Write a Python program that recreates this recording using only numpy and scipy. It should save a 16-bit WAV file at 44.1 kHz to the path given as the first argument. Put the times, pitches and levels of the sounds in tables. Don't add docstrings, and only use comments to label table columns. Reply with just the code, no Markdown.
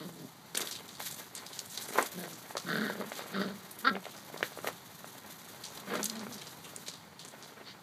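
import sys
import numpy as np
from scipy import signal
from scipy.fft import rfft, irfft
from scipy.io import wavfile
from scipy.ndimage import uniform_filter1d

SR = 44100
rng = np.random.default_rng(int(sys.argv[2]) if len(sys.argv) > 2 else 0)


def unload_wav(signal):
    wavfile.write(
        sys.argv[1],
        SR,
        np.round(np.clip(np.atleast_2d(signal).T, -1, 1) * 32767).astype(np.int16),
    )


def level_to_linear(level):
    exponent = np.asarray(level, float) / 20
    return 10 ** exponent


N = 344862

# time in seconds, pitch in Hz, chest level in dB.
GROWL_CURVES = [
    [(0.0, 149, -46), (0.032, 152.4, -46.5), (0.064, 185, -43.5), (0.1, 166, -50), (0.178, 174.4, -55),
     (0.2, 175, -49), (0.23, 150, -46), (0.248, 150.5, -47), (0.278, 160.6, -54), (0.3, 165, -66)],
    [(2.14, 188.9, -56), (2.164, 181.3, -43), (2.188, 181.8, -44), (2.23, 168, -48.5), (2.292, 168, -61),
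     (2.308, 162, -57), (2.338, 159, -50), (2.354, 155, -52), (2.37, 152.3, -61)],
    [(2.65, 193.3, -48), (2.694, 168.6, -39.5), (2.746, 168.3, -39.5), (2.794, 206.6, -37.5),
     (2.836, 210, -38.5), (2.894, 203.6, -46.5), (2.972, 213.4, -52), (3.002, 192, -40),
     (3.028, 188.3, -55), (3.08, 199.8, -49)],
    [(3.32, 200, -52), (3.345, 185, -42), (3.37, 193.8, -40), (3.4, 191, -32.5), (3.432, 199.2, -45),
     (3.466, 194.8, -38.5), (3.5, 200, -47), (3.55, 211, -48), (3.584, 171, -59), (3.6, 171, -57)],
    [(3.835, 225, -52), (3.846, 235.2, -46), (3.862, 240, -42), (3.895, 254, -50), (3.912, 193, -35.5),
     (3.942, 190, -50), (3.962, 188.7, -43), (3.988, 176, -51), (4.02, 176, -59)],
    [(5.86, 192.5, -51), (5.918, 206.8, -47), (6.05, 212, -47.5), (6.08, 229, -50), (6.176, 223.5, -47.5),
     (6.244, 206, -48), (6.288, 233, -48), (6.336, 228, -54), (6.364, 213, -50), (6.39, 210, -66)],
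]
GROWL_ROUGHNESS = [.65, .45, .9, .85, .42, .6]
# start in seconds, length in seconds,
# mouth level in dB, first and last mouth resonance in Hz, throat level in dB.
JAW_GAPES = [(-0.02, 0.089, -55, 1170, 1130, -52), (.15, 0.13, -82, 1250, 1240, -55.5),
             (2.17, 0.13, -57, 1470, 1630, -48.5), (2.66, .31, -35.5, 1380, 1560, -41.5),
             (2.975, 0.07, -55, 1570, 1310, -42.5), (3.326, .13, -40.5, 1443, 1380, -46),
             (3.39, 0.15, -51, 1397, 1270, -46.5), (3.844, 0.049, -28, 1310, 1420, -41),
             (3.868, .034, -29, 1370, 1480, -43), (3.905, 0.088, -66, 1500, 1403, -46),
             (5.885, 0.14, -48.5, 1700, 1455, -43)]
# start and end in seconds, pulse rate in Hz.
VOICE_SPLITS = [(.16, .29, 141.3), (2.66, 2.92, 146.8), (5.88, 5.997, 239.2)]
# centre in Hz, width in Hz, level in dB.
THROAT_MODES = [(300, 150, 0), (437, 120, 5.5), (595, 195, 2.5)]
# centre in Hz, width in Hz, level in dB.
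MUZZLE_MODES = [(1910, 630, -1), (3200, 650, -2.5), (3700, 630, 2.5), (4280, 660, 0.5)]
# centre in seconds, half length in seconds, level in dB.
PANT_PUFFS = [(1.381, 0.025, -46.5), (3.198, 0.036, -48.5), (7.692, 0.037, -48.5)]
# start in seconds, peak in dB, thud in Hz, clack in Hz.
PEBBLE_BLOWS = [(.091, -35.5, 487, 1020), (0.549, -24, 362, 1630), (0.575, -26.5, 377, 1800),
                (0.595, -27, 378, 1640), (0.606, -27.5, 330, 1200), (0.617, -30, 396, 1800),
                (0.632, -33, 350, 1300), (0.645, -35, 400, 1500), (1.002, -25.5, 795, 1610),
                (1.015, -36, 700, 1430), (1.197, -36, 645, 1390), (1.889, -30.5, 477, 1570),
                (1.906, -32, 330, 900), (1.925, -33, 450, 2150), (1.955, -25, 470, 910),
                (1.978, -23, 848, 915), (1.985, -10, 584, 1015), (1.991, -14.5, 650, 1150),
                (2.005, -24, 423, 860), (2.025, -26, 798, 1030), (2.238, -28, 452, 1897),
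                (2.278, -34, 643, 950), (2.507, -32, 810, 1270), (2.553, -25, 593, 915),
                (2.569, -22.5, 575.4, 1245), (2.899, -23, 581, 916), (2.954, -33, 506.7, 1360),
                (3.012, -24, 595.3, 880), (3.023, -30, 425, 990), (3.044, -38, 429, 1104),
                (3.118, -27, 644, 1570), (3.192, -28, 671, 1130), (3.26, -41, 698.5, 1131),
                (3.953, -23.5, 479, 1662), (3.965, -24.5, 700, 1220), (4.054, -29, 626, 2100),
                (4.066, -30.5, 700, 960), (4.3, -37, 700, 1007), (4.342, -31, 475, 972),
                (4.362, -31, 650, 990), (4.407, -29.5, 684, 1080), (4.428, -11, 463, 1690),
                (4.574, -30, 594, 870), (4.588, -28.5, 360, 1320), (4.645, -25, 664, 910),
                (4.672, -17.5, 524, 1970), (4.687, -23.5, 680, 960), (5.043, -32, 666, 1330),
                (5.938, -24, 496, 1326), (5.953, -23, 473.5, 1340), (5.994, -29, 494, 1349),
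                (6.231, -32.5, 417.2, 923), (6.267, -30, 441, 1320), (6.316, -40, 673, 891),
                (6.883, -31.5, 516.4, 1777)]
# multiple of the clack frequency, level in dB, 60 dB decay in seconds.
PEBBLE_MODES = [(1, 9.5, 0.006), (1.35, 2, 0.0083), (1.7, -1, 0.0065), (2.1, -17.5, 0.023)]
# start in seconds, peak in dB, centre in Hz.
LEAF_SNAPS = [(0.5472, -21.5, 3760), (.553, -20, 5000), (0.570, -20, 3200), (0.5745, -9, 8000),
              (0.605, -22, 6000), (0.613, -23, 3800), (0.6385, -34, 3370), (0.6704, -22, 3700),
              (0.71, -26.5, 4660), (0.7224, -31, 3700), (0.7517, -29, 3630), (0.879, -37.5, 6000),
              (0.8886, -33, 3700), (0.95, -37, 3980), (0.9995, -34, 3700), (1.0525, -28, 6900),
              (1.084, -39, 4170), (1.1104, -28, 7400), (1.3497, -25.5, 6960), (1.4627, -26.5, 4370),
              (1.5205, -34, 3560), (1.5434, -35, 4230), (1.5903, -19.5, 5170), (1.6592, -32, 8000),
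              (1.7055, -36, 6020), (1.7484, -31, 4760), (1.774, -22, 3960), (1.8224, -25.5, 7700),
              (1.8836, -26, 7540), (2.0253, -16, 7160), (2.192, -30, 10730), (2.2819, -32, 10200),
              (2.3293, -32.5, 5660), (2.5682, -22.5, 4130), (2.5978, -27.5, 4700), (3.1195, -33, 3410),
              (3.1534, -32, 3540), (3.71, -29.5, 10000), (3.7868, -31, 10900), (4.0404, -34, 3220),
              (4.3736, -29, 4000), (4.4278, -25.5, 3500), (4.6732, -28, 4550), (4.6924, -38, 3200),
              (5.6364, -28, 3880), (5.651, -29.5, 5370), (5.7729, -29, 3934), (5.9536, -25, 3595),
              (6.029, -17.5, 5500), (6.0406, -16.5, 9470), (6.0548, -18, 6145), (6.0962, -20.5, 4440),
              (6.1533, -31.5, 3800), (6.1923, -29.5, 4460), (6.3231, -31.5, 5030), (6.3794, -34, 4044),
              (6.4125, -31, 3430), (6.4677, -31, 4660), (6.6433, -33.5, 2940), (6.76, -21, 7100),
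              (6.8628, -33, 3650), (6.8811, -24.5, 4360), (6.9356, -34, 3950), (7.192, -33.5, 3700),
              (7.2474, -28.5, 6200), (7.279, -30.5, 7200), (7.4245, -34.5, 4300)]
# time in seconds, leaves level in dB, gravel level in dB.
PAW_DRAG = [(0.0, -55.5, -64), (0.46, -62, -61), (0.72, -59, -56), (1.52, -55.5, -55.5), (1.91, -45.5, -56),
            (2.55, -55.5, -53.5), (2.74, -51.5, -53.5), (3.4, -53, -48.5), (3.55, -58.5, -55.5),
            (4.31, -55, -55), (4.53, -52.5, -54), (4.7, -57, -56.5), (5.68, -55.5, -56.5),
            (6.01, -56.5, -51.5), (6.86, -56.5, -59), (6.99, -78, -59), (7.45, -62, -56), (7.82, -86, -58)]
# start, rise and fall in seconds, leaves level in dB, gravel level in dB.
BODY_SLIDES = [(.545, 0.028, 0.16, -39.5, -42.5), (0.993, 0.0064, 0.25, -41, -56),
               (1.765, 0.016, 0.065, -43, -49), (1.93, 0.055, 0.094, -42, -35.5),
               (2.97, 0.049, 0.044, -63, -53), (4.63, 0.048, 0.053, -44, -41),
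               (5.1, 0.11, 0.35, -51.5, -52.5), (5.86, 0.09, 0.095, -46, -37.5),
               (6.03, 0.012, 0.088, -40.5, -55)]
# frequency in Hz, relative density in dB per Hz.
GRAVEL_SPECTRUM = [(200, 0), (400, 0.5), (700, -2), (1500, -4), (2300, -7.5), (3500, -15)]
# frequency in Hz, relative density in dB per Hz.
LEAF_SPECTRUM = [(880, -23), (1500, -4), (2660, -7.5), (3730, -0.5), (5120, -5.5), (6370, -3.5), (9100, -9),
                 (12600, -2.5), (15100, -11.5), (16000, -17)]
# frequency in Hz, relative density in dB per Hz.
HUM_SPECTRUM = [(15, -61), (25, -21), (43, -34), (99, -3), (166, 3.5), (545, -15), (863, -5), (2550, -18.5),
                (4140, -12.5), (5140, -17), (6380, -18.5), (9570, -25), (12500, -21), (14800, -29),
                (16000, -12)]
# centre in Hz, width in Hz, share taken out.
MICROPHONE_DIPS = [(2660, 750, 0.27), (5280, 540, 0.51)]

FADE_S, FADE_DB = 0.02, 30
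PART_SHARE, CLOSE_SHARE = 0.13, 0.22
SLACKEN_DB_PER_S, SHUT_DB = 24.5, 15
HISS_DB, HISS_DB_PER_DB = -49, 0.55
JAW_TREMBLE_HZ = 110
CLACK_DB, CLACK_DB_PER_DB = -7, 0.31
SNAP_S, SNAP_S_PER_DB = 0.073, -0.01
STRAY_KNOCK_DB, STRAY_SNAP_DB, STRAY_SPREAD_DB = 8, 11, 3
SLIDE_EDGE_DB = 14.5
ECHOES_DB, ECHOES_T60_S = -9, 0.15
HUM_DB, HUM_WAVER_DB = -54.5, 1.2


def growls(jitter, wander, shimmer_db, uneven_db, breath, throb_hz, throb_db):
    chest_gain, throat_gain, mouth_gain, hiss_gain, pitch_hz, mouth_hz, rough = effort()
    t = np.arange(N) / SR
    throb_cycle = np.cumsum(throb_hz * (1 + 0.304 * drift(8.64)) / SR)
    throb = level_to_linear(rough * throb_db * np.sin(2 * np.pi * throb_cycle))

    rattle_hz, = in_time([(s, hz) for *span, hz in VOICE_SPLITS for s in span])
    split = sum((t > start) & (t < end) for start, end, _ in VOICE_SPLITS)
    tone = throb * folds(pitch_hz, rough, jitter, wander, shimmer_db, uneven_db)
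    rattle = throb * folds(rattle_hz, rough, jitter, wander, shimmer_db, uneven_db)
    pulses, rush = np.where(split, rattle, tone)

    chest = tone[0] + 0.2 * split * pulses + rush
    chest = resonate(resonate(chest, 195, 180), 175, 190)
    throat = formants(pulses + 0.7 * rush, THROAT_MODES)
    throat = signal.sosfilt(signal.butter(4, 680, fs=SR, output="sos"), throat)

    mouth_hz = mouth_hz + JAW_TREMBLE_HZ * rough ** 2 * drift(70)
    mouth = np.zeros(N)
    for hz in np.arange(900, 2100, 100):
        share = np.maximum(1 - abs(mouth_hz - hz) / 100, 0)
        mouth += share * resonate(resonate(pulses + breath * rush, hz, 230), hz, 440)

    hoarse = rush + 0.054 * pulses
    hiss = sum(evened(formants(hoarse, [(hz, width_hz, db)]), 0.026) * level_to_linear(db)
               for hz, width_hz, db in MUZZLE_MODES)
    voice = chest_gain * evened(chest, 0.044) + throat_gain * evened(throat, 0.041)
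    voice += hiss_gain * hiss - mouth_gain * evened(mouth, 0.041)
    return signal.sosfilt(signal.butter(6, [105, 5000], "band", fs=SR, output="sos"), voice)


def effort():
    pitch_hz, chest_db = in_time([row for growl in GROWL_CURVES for row in growl])
    sounding = 0
    for growl in GROWL_CURVES:
        start_s, end_s = growl[0][0], growl[-1][0]
        sounding = sounding + level_to_linear(arch(start_s - FADE_S, end_s - start_s + 2 * FADE_S, FADE_S, FADE_S, 0, FADE_DB))
    chest = level_to_linear(chest_db) * sounding
    rough, = in_time([(growl[end][0], share) for growl, share in zip(GROWL_CURVES, GROWL_ROUGHNESS)
                      for end in (0, -1)])

    throat, mouth, hiss, tuning = 0, 0, 0, []
    for start_s, length_s, mouth_db, first_hz, last_hz, throat_db in JAW_GAPES:
        gape = level_to_linear(arch(start_s, length_s, PART_SHARE * length_s, CLOSE_SHARE * length_s,
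                        SLACKEN_DB_PER_S, SHUT_DB))
        throat = throat + level_to_linear(throat_db) * gape
        mouth = mouth + level_to_linear(mouth_db) * gape
        hiss = hiss + level_to_linear(HISS_DB + HISS_DB_PER_DB * (mouth_db + 40)) * gape
        tuning += [(start_s, first_hz), (start_s + length_s, last_hz)]
    mouth_hz, = in_time(sorted(tuning))
    return *uniform_filter1d([chest, throat, mouth, hiss], size=200), pitch_hz, mouth_hz, rough


def folds(pitch_hz, rough, jitter, wander, shimmer_db, uneven_db):
    cycle = np.cumsum(pitch_hz * (1 + jitter * rough * drift(70.13) + wander * drift(10)) / SR)
    count = cycle.astype(int)
    shimmer = shimmer_db * rng.standard_normal(N // 50)[count]
    strength = level_to_linear(rough * (shimmer + uneven_db * (-1.) ** count))
    pulses = rms_one(np.diff(np.floor(cycle), prepend=0) * strength)
    rush = rough * strength * np.exp(-1.5 * (cycle % 1)) * rng.standard_normal(N)
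    return pulses, rush


def pants():
    t = np.arange(N) / SR
    swell = sum(level_to_linear(db) * np.exp(-((t - s) / half_s) ** 2) for s, half_s, db in PANT_PUFFS)
    return swell * rms_one(formants(rng.standard_normal(N), MUZZLE_MODES))


def knocks():
    out, t = np.zeros(N + 2000), np.arange(2000) / SR
    multiple, level_db, t60_s = np.transpose(PEBBLE_MODES)[:, :, None]
    blows = PEBBLE_BLOWS + strays(40, 1, STRAY_KNOCK_DB, (420, 800), (900, 1800))
    chance = rng.standard_normal((len(blows), 2, len(PEBBLE_MODES), 1))
    for (s, peak_db, thud_hz, clack_hz), (tune, luck) in zip(blows, chance):
        mode_hz = clack_hz * multiple * (1 + 0.02 * tune)
        modes = level_to_linear(level_db + 2 * luck - 60 * t / t60_s) * np.sin(2 * np.pi * mode_hz * t)
        thud = level_to_linear(-60 * t / 0.0082) * np.sin(2 * np.pi * thud_hz * t)
        ring = thud + level_to_linear(CLACK_DB + CLACK_DB_PER_DB * (peak_db + 25)) * modes.sum(axis=0)
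        ring *= (1 - np.exp(-t / 0.00054)) ** 2
        at = round(s * SR)
        out[at:at + 2000] += level_to_linear(peak_db) * ring / abs(ring).max()
    return signal.sosfilt(signal.butter(2, 260, "high", fs=SR, output="sos"), out[:N])


def snaps():
    out, t = np.zeros(N + 8000), np.arange(8000) / SR
    leaves = LEAF_SNAPS + strays(90, 0, STRAY_SNAP_DB, (3200, 9000))
    draws = rng.random((len(leaves), 2, 8000))
    fits = np.repeat(level_to_linear(3 * rng.standard_normal((len(leaves), 40))), 200, axis=1)
    for (s, peak_db, hz), (born, size), fit in zip(leaves, draws, fits):
        length_s = max(SNAP_S + SNAP_S_PER_DB * (peak_db + 25.5), 0.02)
        fading = (1 - np.exp(-t / 0.00049)) * level_to_linear(-30 * t / length_s) * np.where(t < 0.004, 2.0, fit)
        patter = (born < 0.12) * np.sign(size - 0.5) * level_to_linear(-30 * abs(2 * size - 1) ** 0.3) * fading
        crack = resonate(resonate(patter, hz, hz * 0.64), hz, hz * 0.74)
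        crack += 0.48 * resonate(resonate(patter, 4000, 7400), 3900, 8000)
        at = round(s * SR)
        out[at:at + 8000] += level_to_linear(peak_db) * crack / abs(crack).max()
    return out[:N]


def strays(count, column, above_db, *spans_hz):
    when, luck, *picks = rng.random((count, 2 + len(spans_hz))).T
    drag_db = in_time(PAW_DRAG)[column][(when * N).astype(int)]
    level_db = drag_db + above_db - STRAY_SPREAD_DB * np.log(1 - 0.9 * luck)
    tunings_hz = [low * (high / low) ** pick for (low, high), pick in zip(spans_hz, picks)]
    return list(zip(when * N / SR, level_db, *tunings_hz))


def scuffle():
    leaves_gain, gravel_gain = level_to_linear(np.array(in_time(PAW_DRAG)))
    for s, rise_s, fall_s, leaves_db, gravel_db in BODY_SLIDES:
        swell = level_to_linear(arch(s, rise_s + fall_s, rise_s, fall_s, 0, SLIDE_EDGE_DB))
        leaves_gain = np.hypot(leaves_gain, level_to_linear(leaves_db) * swell)
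        gravel_gain = np.hypot(gravel_gain, level_to_linear(gravel_db) * swell)
    gravel = coloured(grains(900, spread_db=0.5, clump_db=6.0), GRAVEL_SPECTRUM)
    leaves = coloured(grains(3500, spread_db=2.5, clump_db=7.5), LEAF_SPECTRUM)
    return gravel_gain * gravel + leaves_gain * leaves


def grains(per_s, spread_db, clump_db):
    born = rng.random(N) < per_s * level_to_linear(clump_db * drift(25)) / SR
    size = level_to_linear(spread_db * np.minimum(rng.exponential(1, N), 4))
    return born * size * rng.choice([-1, 1], N)


def garden(x):
    t = np.arange(8000) / SR
    tail = (t > 0.003) * rng.standard_normal(8000) * level_to_linear(-60 * t / ECHOES_T60_S)
    echoes = signal.fftconvolve(x, tail / np.sqrt(np.sum(tail ** 2)))[:N]
    return level_to_linear(ECHOES_DB) * signal.lfilter([0.5], [1, -0.5], echoes)


def hum():
    return level_to_linear(HUM_DB + HUM_WAVER_DB * drift(1)) * coloured(rng.standard_normal(N), HUM_SPECTRUM)


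def rms_one(x):
    return x / np.sqrt(np.mean(x ** 2) + 1e-20)


def in_time(rows):
    s, *columns = np.transpose(rows)
    return [np.interp(np.arange(N) / SR, s, column) for column in columns]


def arch(start_s, length_s, rise_s, fall_s, sag_db_per_s, edge_db):
    u = np.arange(N) / SR - start_s
    edges = np.clip(1 - u / rise_s, 0, 1) + np.clip(1 - (length_s - u) / fall_s, 0, 1)
    return np.where((u > 0) & (u < length_s), -edge_db * edges - sag_db_per_s * u, -200)


def drift(rate_hz):
    r = np.exp(-2 * np.pi * rate_hz / SR)
    noise = rng.standard_normal(N + 20000)
    return rms_one(signal.lfilter([1], [1, -2 * r, r * r], noise)[20000:])


def resonate(x, hz, width_hz):
    r = np.exp(-np.pi * width_hz / SR)
    poles = [1, -2 * r * np.cos(2 * np.pi * hz / SR), r * r]
    return signal.lfilter([(1 - r * r) / 2, 0, (r * r - 1) / 2], poles, x)


def formants(x, modes):
    return sum(level_to_linear(db) * resonate(resonate(x, hz, width_hz), hz, width_hz * 2) for hz, width_hz, db in modes)


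def coloured(x, spectrum):
    hz, level_db = np.transpose(spectrum)
    bins_hz = np.maximum(np.arange(N // 2 + 1) * SR / N, 1)
    gain_db = np.interp(np.log(bins_hz), np.log(hz), level_db, left=-80, right=-80)
    return rms_one(irfft(rfft(x) * level_to_linear(gain_db), N))


def evened(x, span_s):
    return x / np.sqrt(uniform_filter1d(x ** 2, int(span_s * SR)) + 1e-20)


def scene():
    voices = growls(jitter=0.085, wander=0.03, shimmer_db=3.0, uneven_db=2.2, breath=1.7,
                    throb_hz=33, throb_db=2.5)
    near = voices + pants() + knocks() + snaps() + scuffle()
    return (near + garden(near) + hum())[None]


def roll_off(x):
    return signal.sosfilt(signal.butter(12, 16500, fs=SR, output="sos"), x)


def record(dry):
    for hz, width_hz, share in MICROPHONE_DIPS:
        dry = dry - share * resonate(dry, hz, width_hz)
    top_cut = signal.cheby2(14, 40, 15700, fs=SR, output="sos")
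    return roll_off(signal.sosfilt(top_cut, dry))


dry = scene()
out = record(dry)
unload_wav(out)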